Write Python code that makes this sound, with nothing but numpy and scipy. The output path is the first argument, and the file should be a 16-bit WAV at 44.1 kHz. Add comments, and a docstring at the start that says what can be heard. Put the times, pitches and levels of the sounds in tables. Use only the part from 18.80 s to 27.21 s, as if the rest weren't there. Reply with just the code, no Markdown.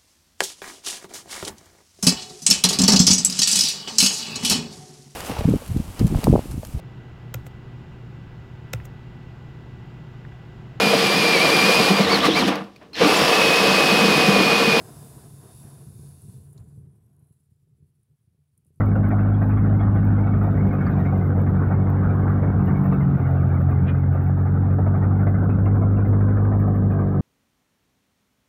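"""A low diesel throb and a fan-like roar, outdoors: a tractor drives a wheat thresher through belts.
Periodic exhaust puffs give a harmonic hum, whose pitch sags whenever straw loads the drum; turbulence
at the drum gives the roar. The sieve knocks to and fro about twelve times a second, and its blows
excite the modes of the steel. Chaff rushes through the casing and, at the chute close by, grain
trickles into a pan: both are sums of many small random impacts."""
import sys
import numpy as np
from scipy import signal
from scipy.fft import rfft, irfft, next_fast_len
from scipy.io import wavfile
from scipy.ndimage import uniform_filter1d, minimum_filter1d

SR = 44100
rng = np.random.default_rng(int(sys.argv[2]) if len(sys.argv) > 2 else 0)


def wav_record(signal):
    """Record a signal, one row per channel, as 16-bit PCM in the file named by sys.argv[1]."""
    frames = np.transpose(np.atleast_2d(signal))
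    bounded = np.clip(frames, -1, 1)
    # unit amplitude maps onto the largest positive 16-bit level
    quanta = np.round(bounded * 32767).astype(np.int16)
    wavfile.write(sys.argv[1], SR, quanta)


N = 370871
TIME = np.arange(N) / SR

# Spectra of the noises. Each row: frequency in Hz, relative spectral density in dB.
CLICK_SPECTRUM = [(3000, -14.5), (5000, 1), (9000, -3), (12000, 2), (16000, -1)]  # faint broadband clicks in the high treble
HUSK_SPECTRUM = [(2500, -21), (3450, -9), (3750, -0.5), (4050, -13.5), (4600, -13), (6500, -17),
                 (8000, -32.5)]  # dry husks sliding over the sieve
GRAIN_SPECTRUM = [(4000, -26), (7000, -26.5), (10500, -30), (12000, -3.5), (13500, 3), (15000, 5),
                  (16000, -2)]  # falling grain
SCRAPE_SPECTRUM = [(700, -20), (1200, 0), (1650, 2), (1950, -4), (2550, -5), (2900, -16), (3400, -18.5),
                   (3800, -29), (4700, -43), (7000, -67)]  # a stalk on steel
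RUSH_SPECTRUM = [(200, -42.5), (350, -4), (450, -3), (590, -4), (740, -1.5), (920, -6), (1080, -5.5),
                 (1250, -5), (1520, -6), (1850, -20), (2300, -49.5), (3000, -37.5), (6000, -62)]  # chaff in the casing
HISS_SPECTRUM = [(900, -15.5), (1700, -4), (2200, 10.5), (2600, -1), (3100, -13.5), (3750, -12),
                 (4150, -18.5), (5600, -16), (6600, -19.5), (7300, -31), (10000, -43.5), (16000, -43.5)]  # dry straw
THUD_SPECTRUM = [(250, -17.5), (420, 1), (560, -1), (720, 0.5), (950, -9), (1400, -23), (3000, -67)]  # the struck frame
CLACK_SPECTRUM = [(750, -17), (1150, 4.5), (1500, 4.5), (1800, -4), (2150, -13.5), (2500, -22), (3000, -35),
                  (3700, -33), (4500, -52.5)]  # struck sheet metal
ROAR_SPECTRUM = [(20, -39), (44, -32.5), (58, -4), (74, -1), (110, 1), (135, -1), (158, -1), (182, 4.5),
                 (215, -5.5), (260, -10), (330, -17), (450, -20), (900, -82.5)]  # air around the drum

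# The brightest kernels on bare metal. Each row: start in seconds, frequency in Hz, level in dB.
KERNEL_HITS = [(.286, 14500, -41), (.325, 10700, -61), (.352, 10600, -57), (.687, 14200, -47),
               (0.819, 10760, -57), (1.151, 14900, -49), (1.239, 13400, -57), (1.89, 10760, -61.5),
               (2.614, 14500, -46), (4.141, 14400, -47), (4.906, 15300, -47), (5.937, 14400, -50),
               (6.439, 13500, -49), (7.016, 13600, -52), (7.279, 15400, -44)]
# Chaff in the blower. Each row: time in seconds, rush level in dB, straw hiss level in dB.
CHAFF_LEVELS = [(0.0, -34.5, -57.5), (.8, -35, -57), (2.25, -34, -50), (2.6, -35.5, -58), (3.3, -33.5, -55),
                (4.3, -35, -53), (4.9, -35.5, -57), (5.25, -37.5, -58.5), (6.1, -36.5, -64),
                (6.6, -35.5, -63.5), (7.3, -36.5, -61.5), (7.8, -34.5, -68.5), (8.41, -33, -66)]
# Filter on the stalks' rattle against the casing. 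Each row: frequency in Hz, relative gain in dB.
RATTLE_RESPONSE = [(1700, 3), (2150, 6.5), (2450, 0), (2750, -4), (3100, -12), (3400, -12), (3750, -14.5),
                   (4200, -28.5), (8000, -45)]
# Modes of the steel. Each row: frequency in Hz, relative level in dB, 60 dB decay time in seconds.
SCRAPED_MODES = [(1567, 3, .04), (2073, 0, .05), (2440, 4, .1), (2590, -4, .05), (2902, -7, .07),
                 (3030, -9, .07), (3338, -6, .06), (3731, -13, .05)]  # excited by scraping straw
PANEL_MODES = [(490, 0, .05), (700, 0, .05), (800, -3, .05), (1160, -5, .05), (1260, -2, .06),
               (1350, -4, .05), (1480, -2, .06), (1640, -6, .05), (1810, -11, .05), (2080, -14, .06),
               (2220, -16, .06), (2442, -19, .2), (3333, -14, .2), (3700, -12, .06)]  # panels and sieve under a clatter
# Loose parts that keep chattering. Each row: frequency in Hz, level in dB relative to the straw hiss.
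LOOSE_PARTS = [(1800, 5.5), (1930, 9), (2060, 13.5), (2210, 11.5), (2442, 1.5), (2760, -6), (3333, -10.5),
               (3720, -8.5)]
# The loudest clinks of loose steel. Each row: start in seconds, frequency in Hz, level in dB,
# 60 dB decay time in seconds, roughness from 0 to 1.
LOUD_CLINKS = [(0.153, 2780, -46, 0.06, 0.1), (0.229, 2180, -41, 0.084, 0.6), (.297, 3430, -61, 0.09, 0.1),
               (.31, 2350, -42, .11, 0.3), (.383, 2060, -40.5, .08, .4), (.539, 3340, -52.5, 0.12, 0.05),
               (.705, 2550, -52, 0.15, 0.6), (.772, 2140, -38, 0.12, 0.5), (.77, 3320, -56, 0.088, 0.03),
               (.99, 2150, -38.5, 0.14, .5), (1.0, 3320, -47.5, 0.12, 0.05), (1.79, 2100, -42.5, .1, 0.44),
               (1.907, 2170, -36.5, .11, .4), (2.066, 4540, -47, .04, .2), (2.068, 2150, -37, 0.11, 0.35),
               (2.25, 2280, -39.5, .1, .5), (3.29, 2310, -41, 0.15, 0.54), (3.868, 2840, -49, .12, .4),
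               (4.125, 2600, -45.5, 0.12, 0.44), (4.128, 3640, -55.5, .08, 0.4), (4.7, 2310, -44, .08, .6),
               (4.91, 2440, -45.5, .09, .4), (6.06, 2010, -45, 0.09, 0.3), (6.22, 1880, -38.5, .1, 0.5),
               (6.39, 2080, -43, 0.08, .4), (6.467, 1996, -35.5, 0.11, 0.77), (6.541, 2060, -42, 0.067, .5),
               (6.692, 2540, -42, 0.14, 0.64), (6.856, 2730, -45, .08, .7), (6.857, 2120, -35, 0.072, .5),
               (6.91, 2050, -44, 0.068, .5), (7.02, 2150, -40, .1, .4), (7.168, 2700, -50, 0.068, .6),
               (7.222, 1454, -30, .07, .3), (7.252, 2056, -38, .07, 0.34), (7.33, 2050, -45, .07, .4),
               (7.404, 1850, -36.5, 0.077, .3), (7.72, 1780, -33, 0.08, 0.2)]
# The sieve's hardest knocks. Each row: start in seconds, frame thud in dB, sheet metal clack in dB.
HARD_KNOCKS = [(.004, -24.5, -22.5), (0.154, -26, -34.5), (0.304, -29, -30), (0.382, -37, -32.5),
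               (0.458, -34, -40.5), (0.615, -32.5, -36), (.77, -35, -33.5), (1.536, -35, -30.5),
               (1.612, -37, -31.5), (2.004, -39.5, -28.5), (2.064, -40, -30), (2.324, -25, -40.5),
               (2.664, -35, -30), (2.816, -27.5, -33), (3.225, -37.5, -34), (3.305, -26.5, -39.5),
               (3.477, -33.5, -33), (3.627, -25, -29), (4.121, -28.5, -26.5), (5.349, -27.5, -34.5),
               (5.985, -23.5, -37), (6.062, -25.5, -33.5), (6.141, -28, -34.5), (6.225, -27.5, -35),
               (6.466, -25.5, -30), (6.54, -29.5, -31), (6.625, -27, -37.5), (6.691, -30, -33),
               (6.857, -28, -32), (6.954, -30, -36.5), (7.016, -27, -41), (7.246, -38, -33.5),
               (7.326, -26, -30.5), (7.405, -33.5, -33.5), (7.478, -30.5, -32), (7.567, -27.5, -33.5),
               (7.647, -44, -31), (7.723, -36, -36.5), (8.186, -34, -43), (8.261, -40, -42),
               (8.337, -33, -39)]

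# Shadow of the steel side as the listener moves. Each row: time in seconds, treble gain in dB.
TREBLE_SHADOW = [(6.4, -3.5), (7.0, -5.5), (7.8, -4.5), (8.41, -5)]
# Two bands where reflections interfere with the direct sound, moving with the listener.
# Each row: time in seconds, centre frequency in Hz, gain at the centre in dB.
LOW_NOTCH = [(0, 970, -3.5), (4.3, 986, -3), (4.7, 1015, -8.5), (6.1, 1044, -6.5), (6.5, 894, -3.5),
             (7.5, 883, -5)]
HIGH_NOTCH = [(6.1, 1900, 2), (6.6, 1886, -4.5), (7.15, 1820, -5.5), (7.45, 1404, -1.5), (7.8, 1420, -14),
              (8.41, 1410, -18)]

# Three armfuls of straw load the drum. Each row: time in seconds, load from 0 to 1.
DRUM_LOAD = [(0, 0.19), (1.2, 0), (1.75, 0.18), (2.08, 0.49), (2.45, 0.12), (3.65, 0.15), (4.0, 0.78),
             (4.2, 0.86), (4.36, 0.9), (4.52, 0.01), (5.5, 0), (7.7, 0.02), (8.41, 0.42)]
# Faint tones of the drum and fan. 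Each row: multiple of the firing rate, level in dB.
WHIRR_TONES = [(1.68, -45), (5.65, -47), (6.25, -53.5)]
# Engine speed, sagging under load. Each row: time in seconds, firing rate in Hz.
FIRING_RATE = [(0.0, 51.15), (0.36, 50.94), (0.75, 51.14), (1.28, 50.84), (1.71, 50.04), (2.24, 47.43),
               (2.55, 47.23), (3.03, 47.96), (3.67, 48.6), (3.96, 48.05), (4.49, 45.18), (4.84, 44.88),
               (5.33, 45.7), (6.37, 48.75), (7.12, 50.38), (7.77, 50.78), (8.41, 48.11)]
# Exhaust hum. Each row: harmonic number, level in dB unloaded at the usual speed, dB added per Hz of
# extra firing rate, dB added by full load, roughness from 0 to 1.
HUM_HARMONICS = [(1, -36, 1.7, -4.5, 0.05), (2, -18.5, 0.61, -11.5, 0.09), (3, -26, -1.5, 4.5, 0.14),
                 (4, -32, 1, 12, .2), (5, -35, 1.32, -3, .28), (6, -37.5, -0.13, 4, .32)]
# The buzz above the hum. Each row: harmonic number, base level in dB.
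BUZZ_HARMONICS = [(7, -46), (8, -45.5), (9, -48), (10, -50.5), (11, -54)]
# Rise and fall of that buzz. Each row: time in seconds, gain in dB.
BUZZ_GAIN = [(0, -4.5), (1.1, -18), (1.7, 3.5), (3.7, 3), (5.3, -2.5), (7.1, 3.5), (8.41, 6.5)]


def amp(db):
    """Amplitude grows tenfold for every 20 dB."""
    return 10 ** (np.asarray(db) / 20)


def unit(x):
    """Normalisation to rms 1."""
    return x / np.sqrt(np.mean(x ** 2) + 1e-20)


def curves(rows):
    """Linear interpolation in time of each column after the first."""
    s, *columns = np.transpose(rows)
    return [np.interp(TIME, s, column) for column in columns]


def colour(x, spectrum):
    """Filtering as multiplication in the frequency domain; rms 1."""
    size = next_fast_len(N + 4096)
    hz, db = np.transpose(spectrum)
    gain = amp(np.interp(np.log(np.fft.rfftfreq(size, 1 / SR) + 1), np.log(hz), db))
    return unit(irfft(rfft(x, size) * gain, size)[:N])


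def noise(spectrum):
    """Filtered white noise takes on the spectrum of its filter."""
    return colour(rng.standard_normal(N), spectrum)


def wander(rate_hz):
    """Low-passed noise gives a slow random fluctuation of rms 1."""
    size, control_hz = 4096, 400
    hz = np.fft.rfftfreq(size, 1 / control_hz)
    slow = irfft(rfft(rng.standard_normal(size)) / (1 + (hz / rate_hz) ** 2))
    return unit(np.interp(TIME, np.arange(size) / control_hz, slow))


def patchy(x, depth_db):
    """Random spectral modulation, in patches a few hundred Hz wide and some 60 ms long; rms 1."""
    spectra = signal.stft(x, nperseg=1024, noverlap=768)[2]
    field = uniform_filter1d(rng.standard_normal(spectra.shape), size=6, axis=0)
    field = uniform_filter1d(field, size=11, axis=1)
    spectra = spectra * amp(depth_db * unit(field))
    return unit(signal.istft(spectra, nperseg=1024, noverlap=768)[1][:N])


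def impacts(per_s, spread_db):
    """Shot noise: independent impulses of uneven size; rms 1."""
    size = amp(spread_db * np.minimum(rng.exponential(1, N), 4)) * rng.choice([-1, 1], N)
    return unit(size * (rng.random(N) < per_s / SR))


def add(mix, s, sound):
    """Superposition of a sound on the mix, starting at s seconds."""
    part = mix[max(round(s * SR), 0):][:len(sound)]
    part += sound[:len(part)]


def swell(age, rise, decay):
    """Envelope of a damped vibration: a quick rise, then exponential decay."""
    return (1 - np.exp(-age / rise)) * np.exp(-age / decay)


def ring(force, hz, t60):
    """One mode of a steel part responds to a force as a damped oscillator."""
    pole = np.exp((2j * np.pi * hz - np.log(1000) / t60) / SR)
    return np.sqrt(1 - abs(pole) ** 2) * signal.lfilter([1], [1, -pole], force).imag


def clink(hz, t60=.09, rough=.15, spread=.03, rise_share=1 / 12):
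    """Three close modes of struck metal beat as they decay; narrow-band noise is its chatter."""
    age = np.arange(SR // 5) / SR
    modes_hz = hz * (1 + spread * rng.uniform(-1, 1, (3, 1)) * [[0], [1], [2]])
    tone = np.array([1, .55, .35]) @ np.sin(2 * np.pi * (modes_hz * age + rng.random((3, 1))))
    band = signal.butter(3, [.84 * hz, 1.07 * hz], "bandpass", fs=SR, output="sos")
    chatter = unit(signal.sosfilt(band, rng.standard_normal(len(age))))
    return (tone + rough * chatter) * swell(age, t60 * rise_share, t60 / np.log(1000))


def treble_clicks(level_db=-87):
    """Sparse shot noise is heard as separate, faint broadband clicks in the high treble."""
    return amp(level_db) * colour(impacts(per_s=18, spread_db=5), CLICK_SPECTRUM)


def husks(level_db=-81):
    """Dense shot noise: the impacts of husks sliding over the sieve fuse into a light sizzle."""
    slide = colour(impacts(per_s=1500, spread_db=2), HUSK_SPECTRUM)
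    return amp(level_db) * patchy(slide, depth_db=3)


def grain(shake, hiss_db, patter_db=-70, ticks_db=-73, clumps_db=2.5, follows_straw=.24):
    """Modulated shot noise: wheat patters into the pan in clumps, and strays tick on bare metal."""
    clumps = amp(clumps_db * wander(rate_hz=22) + follows_straw * hiss_db)
    flow = unit((.75 + .25 * shake) * clumps)
    tick = swell(np.arange(SR // 25) / SR, rise=.0003, decay=.002)
    ticks = unit(signal.oaconvolve(abs(impacts(per_s=40, spread_db=4.5)), tick)[:N])
    patter = colour(impacts(per_s=6000, spread_db=2), GRAIN_SPECTRUM)
    return flow * (amp(patter_db) * patter + amp(ticks_db) * ticks * noise(GRAIN_SPECTRUM))


def kernels():
    """Brief contact excites high modes: single kernels tick off the bare rim of the pan."""
    out = np.zeros(N)
    for s, hz, db in KERNEL_HITS:
        add(out, s, amp(db) * clink(hz, t60=.022, spread=.035))
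    return out


def stalk_scrape(at_s=5.089, slips_s=.008, slips_db=-41.5, scrape_s=.028, scrape_db=-39):
    """Stick-slip friction: a stalk scrapes once along the steel, and its slips ring the panel."""
    stroke = amp(slips_db) * np.exp(1 - np.hypot((TIME - at_s) / slips_s, 1).clip(max=40))
    lowpass = signal.butter(8, 3600, fs=SR, output="sos")
    slips = signal.sosfilt(lowpass, stroke * impacts(per_s=2500, spread_db=1))
    scrape = amp(scrape_db) * np.exp(-((TIME - at_s) / scrape_s) ** 2) * noise(SCRAPE_SPECTRUM)
    return scrape + sum(amp(db) * ring(slips, hz, t60) for hz, db, t60 in SCRAPED_MODES)


def stalk_pings(shake, count=950, low_hz=1700, high_hz=3900, range_db=13, t60=.12):
    """Each stalk end excites one damped mode of the casing, more strongly when the sieve throws it."""
    age, out = np.arange(SR // 7) / SR, np.zeros(N)
    for when, place, size, length in rng.random((count, 4)):
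        hz = low_hz * (high_hz / low_hz) ** place
        fade = swell(age, rise=.005, decay=t60 * (.5 + length) / np.log(1000))
        strength = amp(range_db * size) * np.sqrt(shake[int(when * N)])
        add(out, when * N / SR, strength * fade * np.sin(2 * np.pi * hz * age))
    return out


def chaff(shake, firings, rush_db, hiss_db, tossed=.074, throb=.073, rattle_db=-1, crackle_db=-5):
    """Shot noise of straw on the casing, modulated by sieve and engine; dry stalks rattle and crackle."""
    pulsation = 1 + throb * np.cos(4 * np.pi * firings)  # twice per firing
    pelting = impacts(per_s=5000, spread_db=1.5) * shake ** tossed * pulsation
    rush = amp(rush_db) * patchy(colour(pelting, RUSH_SPECTRUM), depth_db=2.5)
    crackle = patchy(colour(impacts(per_s=12000, spread_db=2), HISS_SPECTRUM), depth_db=3.2)
    rattle = colour(stalk_pings(shake), RATTLE_RESPONSE)
    return rush + amp(hiss_db) * (amp(rattle_db) * rattle + amp(crackle_db) * crackle)


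def loose_parts(hiss_db, count=300, range_db=6, scatter=.0064):
    """Free vibration of loose steel: loud clinks, and many faint ones as straw jostles a few parts."""
    out = np.zeros(N)
    for s, hz, db, t60, rough in LOUD_CLINKS:
        add(out, s, amp(db) * clink(hz, t60, rough, rise_share=1 / 30))
    for when, part, size, detune in rng.random((count, 4)):
        hz, db = LOOSE_PARTS[int(part * len(LOOSE_PARTS))]
        level_db = hiss_db[int(when * N)] + db + range_db * size
        add(out, when * N / SR, amp(level_db) * clink(hz * (1 + scatter * (2 * detune - 1))))
    return out


def sieve_shake(strokes, uneven_db=8.5, return_db=-3.5):
    """Envelope of reciprocating motion: the sieve throws its load at each end, softer on the return."""
    count = strokes.astype(int)
    strength_db = uneven_db * rng.uniform(-1, 1, 256)[count] + return_db * (count % 2)
    return unit(amp(strength_db) * swell(strokes % 1, rise=.14, decay=.28))


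def panel_rattle(shake, rush_db, rattle_db=-12, uneven_db=4):
    """Each stroke rattles the panels; blows landing in different places favour different modes."""
    blows = shake * impacts(per_s=4000, spread_db=1.5)
    ringing = sum(amp(db) * ring(blows * amp(uneven_db * wander(rate_hz=10)), hz, t60)
                  for hz, db, t60 in PANEL_MODES)
    damping = signal.butter(7, 2350, fs=SR, output="sos")  # packed straw deadens the treble
    return amp(rush_db + rattle_db) * unit(signal.sosfilt(damping, ringing))


def sieve_knocks(strokes, tap_thud_db=-37, tap_clack_db=-40.5, uneven_db=.5, rebound_db=-42):
    """Impact excitation: the sieve hits its stops with a thud and a clack, then softly rebounds."""
    age = np.arange(SR // 8) / SR
    thuds, clacks = np.zeros((2, N))
    ends = TIME[1:][np.diff(strokes.astype(int)) > 0]
    rebounds = TIME[1:][np.diff(np.floor(strokes - .5)) > 0]  # half a stroke later
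    hard_times = np.transpose(HARD_KNOCKS)[0]
    tap_levels = [tap_thud_db, tap_clack_db] + uneven_db * rng.uniform(-1, 1, (len(ends), 2))
    # An ordinary tap ends every stroke that has no hard knock.
    taps = [(s, *levels) for s, levels in zip(ends, tap_levels) if abs(hard_times - s).min() > .03]
    for s, thud_db, clack_db in list(HARD_KNOCKS) + taps:
        add(thuds, s, amp(thud_db) * swell(age, rise=.0016, decay=.017))
        add(clacks, s, amp(clack_db) * swell(age, rise=.0016, decay=.021))
    for s in rebounds:
        add(thuds, s, amp(rebound_db) * swell(age, rise=.001, decay=.01))
    frame = thuds * patchy(noise(THUD_SPECTRUM), depth_db=1)
    sheet_metal = clacks * patchy(noise(CLACK_SPECTRUM), depth_db=4.5)
    return frame + sheet_metal


def shadowed(x, corner_hz=1160):
    """Acoustic shadow: the machine's side dims the treble, while long waves diffract around it."""
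    shadow_db, = curves(TREBLE_SHADOW)
    low = signal.sosfiltfilt(signal.butter(3, corner_hz, fs=SR, output="sos"), x)
    return low + amp(shadow_db) * (x - low)


def notched(x, width_hz=80):
    """Interference: reflections from ground and casing carve moving notches into the clatter."""
    hz, s, spectra = signal.stft(x, SR, nperseg=1024, noverlap=768)
    for notch in (LOW_NOTCH, HIGH_NOTCH):
        at, centre_hz, gain_db = np.transpose(notch)
        offset = (hz[:, None] - np.interp(s, at, centre_hz)) / width_hz
        spectra = spectra * amp(np.interp(s, at, gain_db) * np.exp(-offset ** 2))
    return signal.istft(spectra, SR, nperseg=1024, noverlap=768)[1][:N]


def drum(firings, load, unloaded_db=-26, load_db=5, throb=.3, uneven_db=2.04):
    """Turbulence at the beaters roars, louder under load and throbbing with the engine, over a whirr."""
    air = rng.standard_normal(N) * (1 + throb * np.cos(2 * np.pi * firings))
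    whirr = sum(amp(db) * np.sqrt(2) * np.cos(2 * np.pi * (k * firings + rng.random()))
                for k, db in WHIRR_TONES)
    roar_db = unloaded_db + load_db * load + uneven_db * wander(rate_hz=2.5)
    return amp(roar_db) * colour(air, ROAR_SPECTRUM) + whirr


def exhaust(firings, firing_hz, load, usual_hz=48, jitter=.00092, buzz_rough=.18,
            dip_s=4.385, dip_width_s=.014, dip_db=-12.5):
    """One puff per firing makes a harmonic series, shaped by speed and load, rough from uneven burning."""
    buzz_db, = curves(BUZZ_GAIN)
    hum = [(k, db + per_hz * (firing_hz - usual_hz) + load_db * load, rough)
           for k, db, per_hz, load_db, rough in HUM_HARMONICS]
    buzz = [(k, db + buzz_db, buzz_rough) for k, db in BUZZ_HARMONICS]
    cycles = firings + jitter * wander(rate_hz=6.9)
    out = np.zeros(N)
    for k, db, rough in hum + buzz:
        lead = np.pi / k ** 1.5  # the open pipe is a high-pass: its lowest harmonics come early
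        dispersion = k ** 2  # the silencer delays each harmonic differently, rounding the puff
        scatter = rng.random() if k > len(hum) else 0  # reflections smear the buzz
        phase = 2 * np.pi * (k * cycles + scatter) + lead + dispersion
        in_phase = 1 + rough * wander(rate_hz=45)
        quadrature = rough * wander(rate_hz=10)
        out += amp(db) * (in_phase * np.cos(phase) + quadrature * np.sin(phase))
    dip = amp(dip_db * np.exp(-((TIME - dip_s) / dip_width_s) ** 2))  # a brief dip near peak load
    return np.sqrt(2) * out * dip


def scene(strokes_per_firing=.2567, start_stroke=.95):
    """The sources superpose; belts lock the drum and sieve to the engine's firing rate."""
    firing_hz, = curves(FIRING_RATE)
    load, = curves(DRUM_LOAD)
    rush_db, hiss_db = curves(CHAFF_LEVELS)
    firings = np.cumsum(firing_hz) / SR
    strokes = start_stroke + strokes_per_firing * firings
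    shake = sieve_shake(strokes)
    metal = panel_rattle(shake, rush_db) + sieve_knocks(strokes) + loose_parts(hiss_db)
    straw = chaff(shake, firings, rush_db, hiss_db) + stalk_scrape()
    drive = exhaust(firings, firing_hz, load) + drum(firings, load)
    clatter = notched(shadowed(metal + straw))
    return (drive + clatter + treble_clicks() + husks() + grain(shake, hiss_db) + kernels())[None]


def record(dry, ceiling_db=-9, fade_s=.003, cutoff_hz=15850):
    """Peak limiting by a fast, smoothed gain, then a short fade-out and a low-pass band limit."""
    allowed = np.minimum(1, amp(ceiling_db) / (abs(dry[0]) + 1e-9))
    gain = minimum_filter1d(allowed, size=900)
    gain = uniform_filter1d(uniform_filter1d(gain, size=600), size=600)
    lowpass = signal.firwin(511, cutoff_hz, window=("kaiser", 9), fs=SR)
    fade = np.minimum(1, (TIME[-1] - TIME) / fade_s)
    return signal.oaconvolve(dry * gain * fade, lowpass[None], "same")


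dry = scene()
out = record(dry)
wav_record(out)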